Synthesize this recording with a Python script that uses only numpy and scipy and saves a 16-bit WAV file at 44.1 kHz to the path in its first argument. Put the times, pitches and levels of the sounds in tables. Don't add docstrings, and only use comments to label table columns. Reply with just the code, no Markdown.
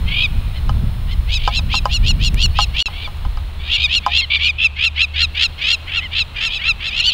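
import sys
import numpy as np
from scipy import signal
from scipy.fft import rfft, irfft, next_fast_len
from scipy.io import wavfile
from scipy.ndimage import uniform_filter1d, map_coordinates

SR = 44100
rng = np.random.default_rng(int(sys.argv[2]) if len(sys.argv) > 2 else 0)


def bounce(signal):
    frames = np.transpose(np.atleast_2d(signal))
    limited = np.clip(frames, -1, 1)
    pcm = np.round(limited * 32767).astype(np.int16)
    wavfile.write(sys.argv[1], SR, pcm)


N = 314433
TIME = np.arange(N) / SR


def from_db(db):
    return 10 ** (np.asarray(db) / 20)


def unit_power(x):
    return x / np.sqrt(np.mean(x ** 2) + 1e-20)


def in_time(rows):
    s, *columns = np.transpose(rows)
    return [np.interp(TIME, s, c) for c in columns]


def coloured(x, spectrum):
    hz, db = np.transpose(spectrum)
    size = next_fast_len(len(x) + 512)
    bins = np.maximum(np.arange(size // 2 + 1) * SR / size, 1)
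    return irfft(rfft(x, size) * from_db(np.interp(np.log(bins), np.log(hz), db)), size)[:len(x)]


def wander(rate, size):
    knots = rng.standard_normal(4096)
    return np.interp(np.arange(size) * rate / SR, np.arange(len(knots)), knots)


def noise(spectrum):
    return unit_power(coloured(rng.standard_normal(N), spectrum))


def evened(x, window_s):
    return x / np.sqrt(np.abs(uniform_filter1d(x ** 2, max(int(window_s * SR), 2))) + 1e-9)


def ring(clicks, hz, t60):
    r, w = from_db(-60 / (t60 * SR)), 2 * np.pi * hz / SR
    return signal.lfilter([0, np.sin(w)], [1, -2 * r * np.cos(w), r * r], clicks + 1e-18)


def die_away(clicks, t60):
    return signal.lfilter([1], [1, -from_db(-60 / (t60 * SR))], clicks + 1e-18)


def ramp(x):
    return np.sin(np.pi / 2 * np.clip(x, 0, 1)) ** 2


def harmonics(phase, first, last):
    return sum(np.cos(k * phase + k * k) for k in range(first, last + 1))


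# time in seconds, relative rumble and flutter levels in dB.
WIND_LEVELS = [(0.0, -21.5, -31.5), (0.06, -14, -26), (0.08, -20.5, -27.5), (0.67, -19, -29),
               (0.69, -13, -21.5), (0.83, -21.5, -23.5), (1.31, -17.5, -36.5), (1.67, -20, -26.5),
               (1.97, -19.5, -33.5), (2.06, -14, -23), (2.66, -19, -32.5), (2.8, -28.5, -41),
               (3.22, -26.5, -39), (3.26, -16.5, -40), (3.45, -25.5, -40.5), (4.31, -37.5, -43),
               (7.09, -34, -42), (7.13, -41, -45)]
# time of the peak in seconds, level in dB.
PUFFS = [(2.05, -18), (2.225, -12.5), (2.34, -7.5), (2.46, -14), (3.266, -23)]
# frequency in Hz, relative level in dB.
RUMBLE_TONE = [(10,-10.5),(20,1.5),(35,3),(55,0.5),(80,-2.5),(110,-21),(160,-45),(300,-77)]
FLUTTER_TONE = [(50,-44),(90,-1),(120,0),(160,-8.5),(220,-14),(320,-29.5),(600,-36.5),(1500,-70)]
PUFF_TONE = [(15, 0), (40, 13), (70, 0.5), (130, -5), (250, -22.5), (600, -34), (1500, -61)]

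def wind(eddy_db=2.0, eddies_per_s=14, puff_half_width_s=0.016):
    rumble_db, flutter_db = in_time(WIND_LEVELS)
    eddies = from_db(eddy_db * wander(eddies_per_s, N))
    rumble = from_db(rumble_db + 1.6) * evened(noise(RUMBLE_TONE), 0.117)
    flutter = from_db(flutter_db + 1.0) * evened(noise(FLUTTER_TONE), 0.098)
    puffs = sum(from_db(db) * np.exp(-((TIME - s) / puff_half_width_s) ** 2) for s, db in PUFFS)
    return eddies * (rumble + flutter) + puffs * evened(noise(PUFF_TONE), 0.038)


# time in seconds, level in dB.
HISS_LEVEL = [(0,-38.5),(1.0,-41),(2.4,-41),(2.9,-40),(3.5,-41.5),(4.2,-42),(4.7,-45.5),(5.1,-44),(5.8,-41),(6.3,-41.5),(7.13,-42)]
# frequency in Hz, relative level in dB.
HISS_TONE = [(100,-3),(300,0.5),(450,0),(700,2),(1100,2.5),(1700,-2.5),(2700,-1),(3400,-1),(4200,-2),(5000,-19),(6000,-19),(9000,-23),(16000,-31.5)]

def air_hiss():
    return noise(HISS_TONE) * from_db(in_time(HISS_LEVEL)[0])


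# frequency in Hz, relative level in dB.
WHINE_TONES = [(5200,-61.5),(6933,-72),(8667,-63),(10400,-60.5),(12133,-66.5),(13867,-61.5),(15000,-63.5),(15600,-62)]
# time in seconds, relative level in dB.
WHINE_SWELL = [(0,6.5),(2.6,5.5),(3.2,3),(4.2,-4),(4.8,-14),(5.4,0),(6.2,-3.5),(7.13,-4)]

def camera_whine():
    tones = sum(from_db(db) * np.sqrt(2) * np.sin(2 * np.pi * hz * TIME) for hz, db in WHINE_TONES)
    return tones * from_db(in_time(WHINE_SWELL)[0] - 6)


def softness(rise, growl_db):
    return np.clip(rise / 0.16, 0, 1) * np.clip(growl_db / -22, 0, 1)


# frequency in Hz, relative level in dB.
OPENING_THROAT = [(1100, -34), (1700, -9), (2200, 0.5), (2700, 1), (3500, -5), (4300, -9.5), (5200, -25),
                  (8000, -46)]

def lead_in(row, early_s=0.014, lead_db=-14, overlap=0.64, jitter=0.0072, sag=0.0501):
    break_at, rasp_s, _, note_hz, rise, rasp_db, _, _, _, growl_db, _ = row
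    start = break_at - rasp_s
    span = np.flatnonzero((TIME > start - early_s) & (TIME < start + overlap * rasp_s))
    since = TIME[span] - start
    climb = 1 - rise * (1 - np.clip(since / rasp_s, 0, 1)) ** np.sqrt(2)
    climb += sag * np.minimum(since / early_s, 0)
    pitch = note_hz / 2 * climb * (1 + jitter * wander(520, len(span)))
    buzz = unit_power(coloured(harmonics(2 * np.pi * np.cumsum(pitch) / SR, 2, 12), OPENING_THROAT))
    swell = np.sin(np.pi * np.linspace(0, 1, len(span))) ** 1.6
    out = np.zeros(N)
    out[span] = buzz * softness(rise, growl_db) * from_db(rasp_db + lead_db) * swell
    return out


def stutter(from_break, rasp_s, hoarse_db, speed_up=0.17, gap_share=0.43, settle_s=0.0032):
    size = len(from_break)
    before, after = np.maximum(-from_break, 0), np.maximum(from_break, 0)
    last_period_s = 0.0055 + 0.036 * rasp_s
    beats = np.log1p(speed_up * before / last_period_s) / speed_up - after / last_period_s
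    beats += 0.146 * wander(91.25, size)
    unsettled = np.exp(-after / (settle_s * from_db(hoarse_db)))
    depth = unsettled * np.clip(1 + 0.267 * wander(99, size), 0, 1.2)
    return depth * ramp(1 - np.abs((beats + 0.34) % 1 - .5) / gap_share)


def throat(third_db, treble_db, growl_db):
    high_db = -9 + 1.1 * treble_db
    clean = [(700, -66), (1400, max(-28, growl_db - 7)), (1950, growl_db / 3), (2300, 0.31),
             (2950, 2.7), (3700, third_db), (4350, third_db), (5000, treble_db), (5600, treble_db - 8),
             (6100, high_db - 2.5), (6800, high_db), (8200, high_db - 14), (15000, high_db - 33)]
    rough = [(1000, -42), (1500, growl_db - 0.5), (2100, growl_db), (2700, 0), (3100, 0.5), (3450, 6),
             (3850, 1), (4400, third_db - 4.5), (5100, treble_db - 1), (6000, high_db - 10.5),
             (7000, high_db - 0.5), (9000, high_db - 20), (15000, high_db - 13)]
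    return clean, rough


def clash(note_hz, pitch, in_rasp, hoarse_db, rough_throat, beat_share=0.63, slip=0.065):
    size = len(pitch)
    beat_hz = note_hz * (beat_share + slip * in_rasp * wander(901.6, size))
    beat = np.cos(2 * np.pi * np.cumsum(beat_hz) / SR)
    grating = unit_power(beat * harmonics(2 * np.pi * note_hz * TIME[:size], 1, 7))
    breath = from_db(hoarse_db - 4.5) * rng.standard_normal(size)
    rough = coloured(from_db(1) * grating + breath, rough_throat)
    read_at = np.cumsum((pitch / note_hz) ** 0.9)
    return evened(map_coordinates(rough, [read_at], mode="mirror"), 0.023)


def call(row, fall_share=0.155, gap_sag=0.085, gap_db=-7.5, release_s=0.014):
    break_at, rasp_s, note_s, note_hz, rise, rasp_db, note_db, third_db, treble_db, growl_db, hoarse_db \
        = row
    size = SR // 3
    since = TIME[:size]
    from_break = since - rasp_s
    in_rasp = np.clip(since / rasp_s, 0, 1)
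    in_note = np.clip(from_break / note_s, 0, 1)
    rasping = 1 - ramp(from_break / 0.00067 + .5)
    gap = stutter(from_break, rasp_s, hoarse_db)
    climb = 1 - rise * (1 - in_rasp) ** np.sqrt(2)
    fall = 1 - fall_share * in_note ** (1.22 + 0.04 * abs(growl_db))
    jitter = (0.0084 + 0.019 * rasping) * from_db(hoarse_db / 2) * wander(594.5, size)
    pitch = note_hz * climb * fall * (1 - gap_sag * gap + jitter)
    clean_throat, rough_throat = throat(third_db, treble_db, growl_db)
    tone = harmonics(2 * np.pi * np.cumsum(pitch) / SR, 1, 11)
    clean = evened(coloured(tone, clean_throat), 0.0022)
    rough = clash(note_hz, pitch, in_rasp, hoarse_db, rough_throat)
    rough *= from_db(4 + hoarse_db / 2 - 7 * (1.5 - in_rasp))
    rough *= rasping + (1 - rasping) * from_db(hoarse_db - 14) * (1 - in_note / 2)
    voice = evened(clean * (1 - 0.75 * gap) + rough, 0.0024)
    slack = np.clip(1.3 * (1 - in_rasp) + .3 * rasping + in_note ** 4, 0, 1)
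    mellow = coloured(voice, [(3300, 0), (4200, -7), (6500, -14), (12000, -28)])
    voice += slack * (mellow - voice)
    swell_db = rasp_db + 3.5 + 13 * np.sqrt(abs(rise)) * np.minimum(2 * in_rasp - 1.5, .3)
    fade_db = note_db - 5 * np.abs(in_note - 0.26)
    level_db = rasping * swell_db + (1 - rasping) * fade_db + gap_db * gap
    attack_s = 0.02 + 0.22 * rasp_s * softness(rise, growl_db)
    edges = ramp(since / attack_s) ** .5 * ramp((note_s - from_break) / release_s) ** 0.71
    return voice * from_db(level_db) * edges


# time of the break from rasp to note, rasp length and note length in seconds,
# note pitch in Hz, share of that pitch the rasp climbs, then relative levels in dB for the rasp,
# the note, the third harmonic, the treble, the low growl and the hoarseness.
CALLS = [(0.234, 0.18, 0.035, 1284, 0.22, -18, -13, -5.5, -20, -28, -2),
         (0.573, 0.042, 0.024, 1053, 0.12, -36.5, -35, 1, -18, -10, -10),
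         (1.126, 0.058, 0.023, 1075, 0.16, -34, -31, -1, -8.5, -12, -8),
         (1.349, 0.071, 0.038, 1308, 0.24, -20.5, -18.5, 4, -1, -24, -2),
         (1.471, 0.11, 0.034, 1234, 0.19, -27.5, -28, 1, -8.5, -19, 5.5),
         (1.566, 0.065, 0.037, 1375, 0.23, -21, -16, 3, -2.5, -21, 0),
         (1.758, 0.064, 0.041, 1402, 0.33, -18, -15.5, 1, -2, -25, 1),
         (1.94, 0.049, 0.042, 1447, 0.19, -20.5, -16.5, 1, 0, -30, -2.5),
         (2.088, 0.056, 0.037, 1446, 0.19, -18.5, -15, 1, -0.5, -34, -2.5),
         (2.254, 0.059, 0.041, 1442, 0.19, -19.5, -16.5, 1.5, 1, -27, 3),
         (2.433, 0.065, 0.037, 1474, 0.22, -17.5, -12.5, 2, 0.5, -42, -3),
         (2.614, 0.067, 0.039, 1454, 0.17, -18.5, -14, 1.5, 0, -19.5, 1.5),
         (2.81, 0.071, 0.074, 1464, 0.26, -16, -15, -2, -4.5, -26, 1),
         (3.044, 0.16, 0.033, 1212, 0.18, -31.5, -25.5, 0, -19, -17.5, 1),
         (3.684, 0.095, 0.017, 1263, 0.1, -31, -34, 4, -14, -8, -6),
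         (3.743, 0.067, 0.032, 1447, 0.19, -16, -12, -6.5, -11, -27, 5.5),
         (3.838, 0.12, 0.034, 1260, 0.14, -18.5, -10.5, 1, -13, -33, -5),
         (3.958, 0.079, 0.037, 1440, 0.2, -15, -12.5, -2, -7, -24, -1.5),
         (4.102, 0.095, 0.013, 1244, 0.13, -31, -34, 1, -25, -5, -10.5),
         (4.181, 0.082, 0.038, 1414, 0.18, -13.5, -12, -0.5, -8, -22.5, 0.5),
         (4.223, 0.026, 0.035, 1087, 0.05, -22, -19.5, -2, -32, -27, -8),
         (4.362, 0.066, 0.022, 1194, 0.02, -13.5, -15.5, -4.5, -22.5, -28, -5),
         (4.452, 0.071, 0.036, 1484, 0.2, -17.5, -14.5, -3.5, -10.5, -23, 1),
         (4.49, 0.11, 0.025, 1261, 0.14, -18, -12.5, -10, -18, -24, -15),
         (4.644, 0.065, 0.033, 1355, 0.03, -15.5, -8, -13.5, -15.5, -18.5, -5),
         (4.858, 0.1, 0.033, 1385, 0.26, -15, -12.5, -6.5, -12, -15, -5),
         (5.024, 0.07, 0.034, 1370, 0.38, -13.5, -12.5, -5.5, -12.5, -15, -8),
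         (5.225, 0.09, 0.036, 1412, 0.26, -15, -11.5, 3, -7, -8.5, -2.5),
         (5.441, 0.1, 0.032, 1420, 0.24, -14, -13, 2, -5, -10.5, 0),
         (5.726, 0.15, 0.033, 1424, 0.29, -15, -12.5, -1, -5, -13.5, -1),
         (5.969, 0.11, 0.037, 1420, 0.35, -21.5, -14.5, -8.5, -14.5, -7.5, 1),
         (6.039, 0.048, 0.038, 1067, 0.14, -28.5, -25, -18, -24, -5.5, -17),
         (6.199, 0.088, 0.035, 1387, 0.19, -17, -13.5, 2, -10.5, -14, 0.5),
         (6.458, 0.116, 0.034, 1395, 0.24, -19, -17, -5, -6, -7, 1),
         (6.552, 0.079, 0.037, 1335, 0.16, -21.5, -19.5, -1.5, -10.5, -23, 5),
         (6.687, 0.11, 0.039, 1380, 0.41, -18.5, -11, -4.5, -14, -7.5, -13),
         (6.873, 0.085, 0.032, 1370, 0.27, -22.5, -19.5, -2, -9, -8.5, 3),
         (6.998, 0.11, 0.022, 1430, 0.24, -19.5, -11.5, -3, -7, -13.5, -7),
         (7.073, 0.086, 0.039, 1509, 0.26, -15.5, -11, 1, -6, -45, -13),
         (7.15, 0.082, 0.026, 1400, 0.14, -17.5, -15, 4, -11, -31, 2)]

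def lapwings():
    out = np.zeros(N + SR)
    for row in CALLS:
        sound = call(row)
        start = max(int((row[0] - row[1]) * SR), 0)
        out[start:start + len(sound)] += sound
        out[:N] += lead_in(row)
    return out[:N]


def field_echo(x, echo_db=-28, build_up_s=0.092, t60=1.4):
    t = TIME[:SR]
    scatter = rng.standard_normal(SR) * from_db(-60 * t / t60) * ramp(t / build_up_s)
    echo = signal.fftconvolve(x, scatter / np.linalg.norm(scatter))[:N]
    return from_db(echo_db) * coloured(echo, [(3000, 3.5), (4500, 0.5), (8000, -11)])


# start in seconds, relative level in dB.
DRY_TICKS = [(2.108,-12),(2.344,-9.5),(2.46,-9.5),(2.803,-32),(3.172,-31),(4.848,-15)]

def ticks(t60=0.0066, gain_db=-8, snap_db=-16):
    snaps = [(row[0], row[6] + snap_db) for row in CALLS]
    clicks = np.zeros(N + SR)
    for s, db in DRY_TICKS + snaps:
        clicks[round(s * SR)] = from_db(db + gain_db)
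    return die_away(clicks[:N], t60) * noise([(300, -2.5), (3500, -5), (7000, -9.5), (16000, -20)])


# start in seconds, relative level in dB, hardness of the contact in dB.
FINGER_KNOCKS = [(0.693, -15.5, -13), (1.476, -5, -13), (1.591, -28, -3), (1.74, -14.5, -14),
                 (1.855, -8.5, -12.5), (2.588, -6, -19.5), (2.883, -26, -25), (3.075, -26, -13),
                 (3.25, -24, -28), (3.372, -25.5, -14), (4.063, -6, -15)]
# frequency in Hz, relative level in dB, seconds to fade by 60 dB.
BODY_TONES = [(708,-18,0.15),(824,-5.5,0.087),(1030,2,0.053),(1263,-2.5,0.055),(1605,-11,0.035),(930,0.5,0.013),(2560,-8,0.0051),(3000,-8.5,0.032),(4950,-8.5,0.012)]

def knocks(low_cut_hz=480, body_db=-2.0, bounce_s=0.00351, bounce_db=-11, crack_t60=0.062):
    body, cracks = np.zeros(N), np.zeros(N)
    s, db, hard_db = np.transpose(FINGER_KNOCKS)
    at = np.round(s * SR).astype(int)
    for k, (hz, tone_db, t60) in enumerate(BODY_TONES):
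        clicks = np.zeros(N)
        clicks[at] = from_db(db + tone_db + body_db + rng.normal(0, 1.5, len(at)))
        clicks[at + int(bounce_s * SR)] = clicks[at] * from_db(bounce_db) * rng.standard_normal(len(at))
        body += (-1) ** k * ring(clicks, hz, t60)
    body = signal.sosfilt(signal.butter(2, low_cut_hz, "high", fs=SR, output="sos"), body)
    cracks[at] = from_db(db + hard_db)
    crack_tone = [(200, -20), (420, -3), (560, 15), (1050, 7.5), (3000, -11), (5000, -3),
                  (7000, -11.5), (16000, -56)]
    return body + die_away(cracks, crack_t60) * noise(crack_tone)


# time in seconds, pitch in Hz, level in dB.
ENGINE_HUM = [(0,74,-74),(3.1,79.5,-70),(3.5,73.9,-35.5),(4.0,71.8,-29.5),(4.6,72.67,-31),(5.2,75.8,-28.5),(5.5,76.2,-35),(5.9,77.9,-36),(6.25,78,-31),(6.45,74.54,-43),(7.13,72,-38.5)]

def far_engine(waver=0.024, throb_db=2.5):
    hz, db = in_time(ENGINE_HUM)
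    phase = 2 * np.pi * np.cumsum(hz * (1 + waver * wander(6.3, N))) / SR
    return np.sqrt(2) * np.sin(phase) * from_db(db + throb_db * wander(12, N))


def scene():
    birds = lapwings()
    mix = birds + field_echo(birds) + knocks() + ticks() + wind()
    return (mix + far_engine() + camera_whine() + air_hiss())[None]


def record(dry, dropout_s=(2.8255, 2.858), dropout_db=-46, cutoff_hz=15900):
    live = (TIME < dropout_s[0]) | (TIME > dropout_s[1])
    out = np.clip(dry, -1, 1) * np.where(live, 1, from_db(dropout_db))
    return signal.sosfilt(signal.ellip(10, .1, 90, cutoff_hz, fs=SR, output="sos"), out)


dry = scene()
out = record(dry)
bounce(out)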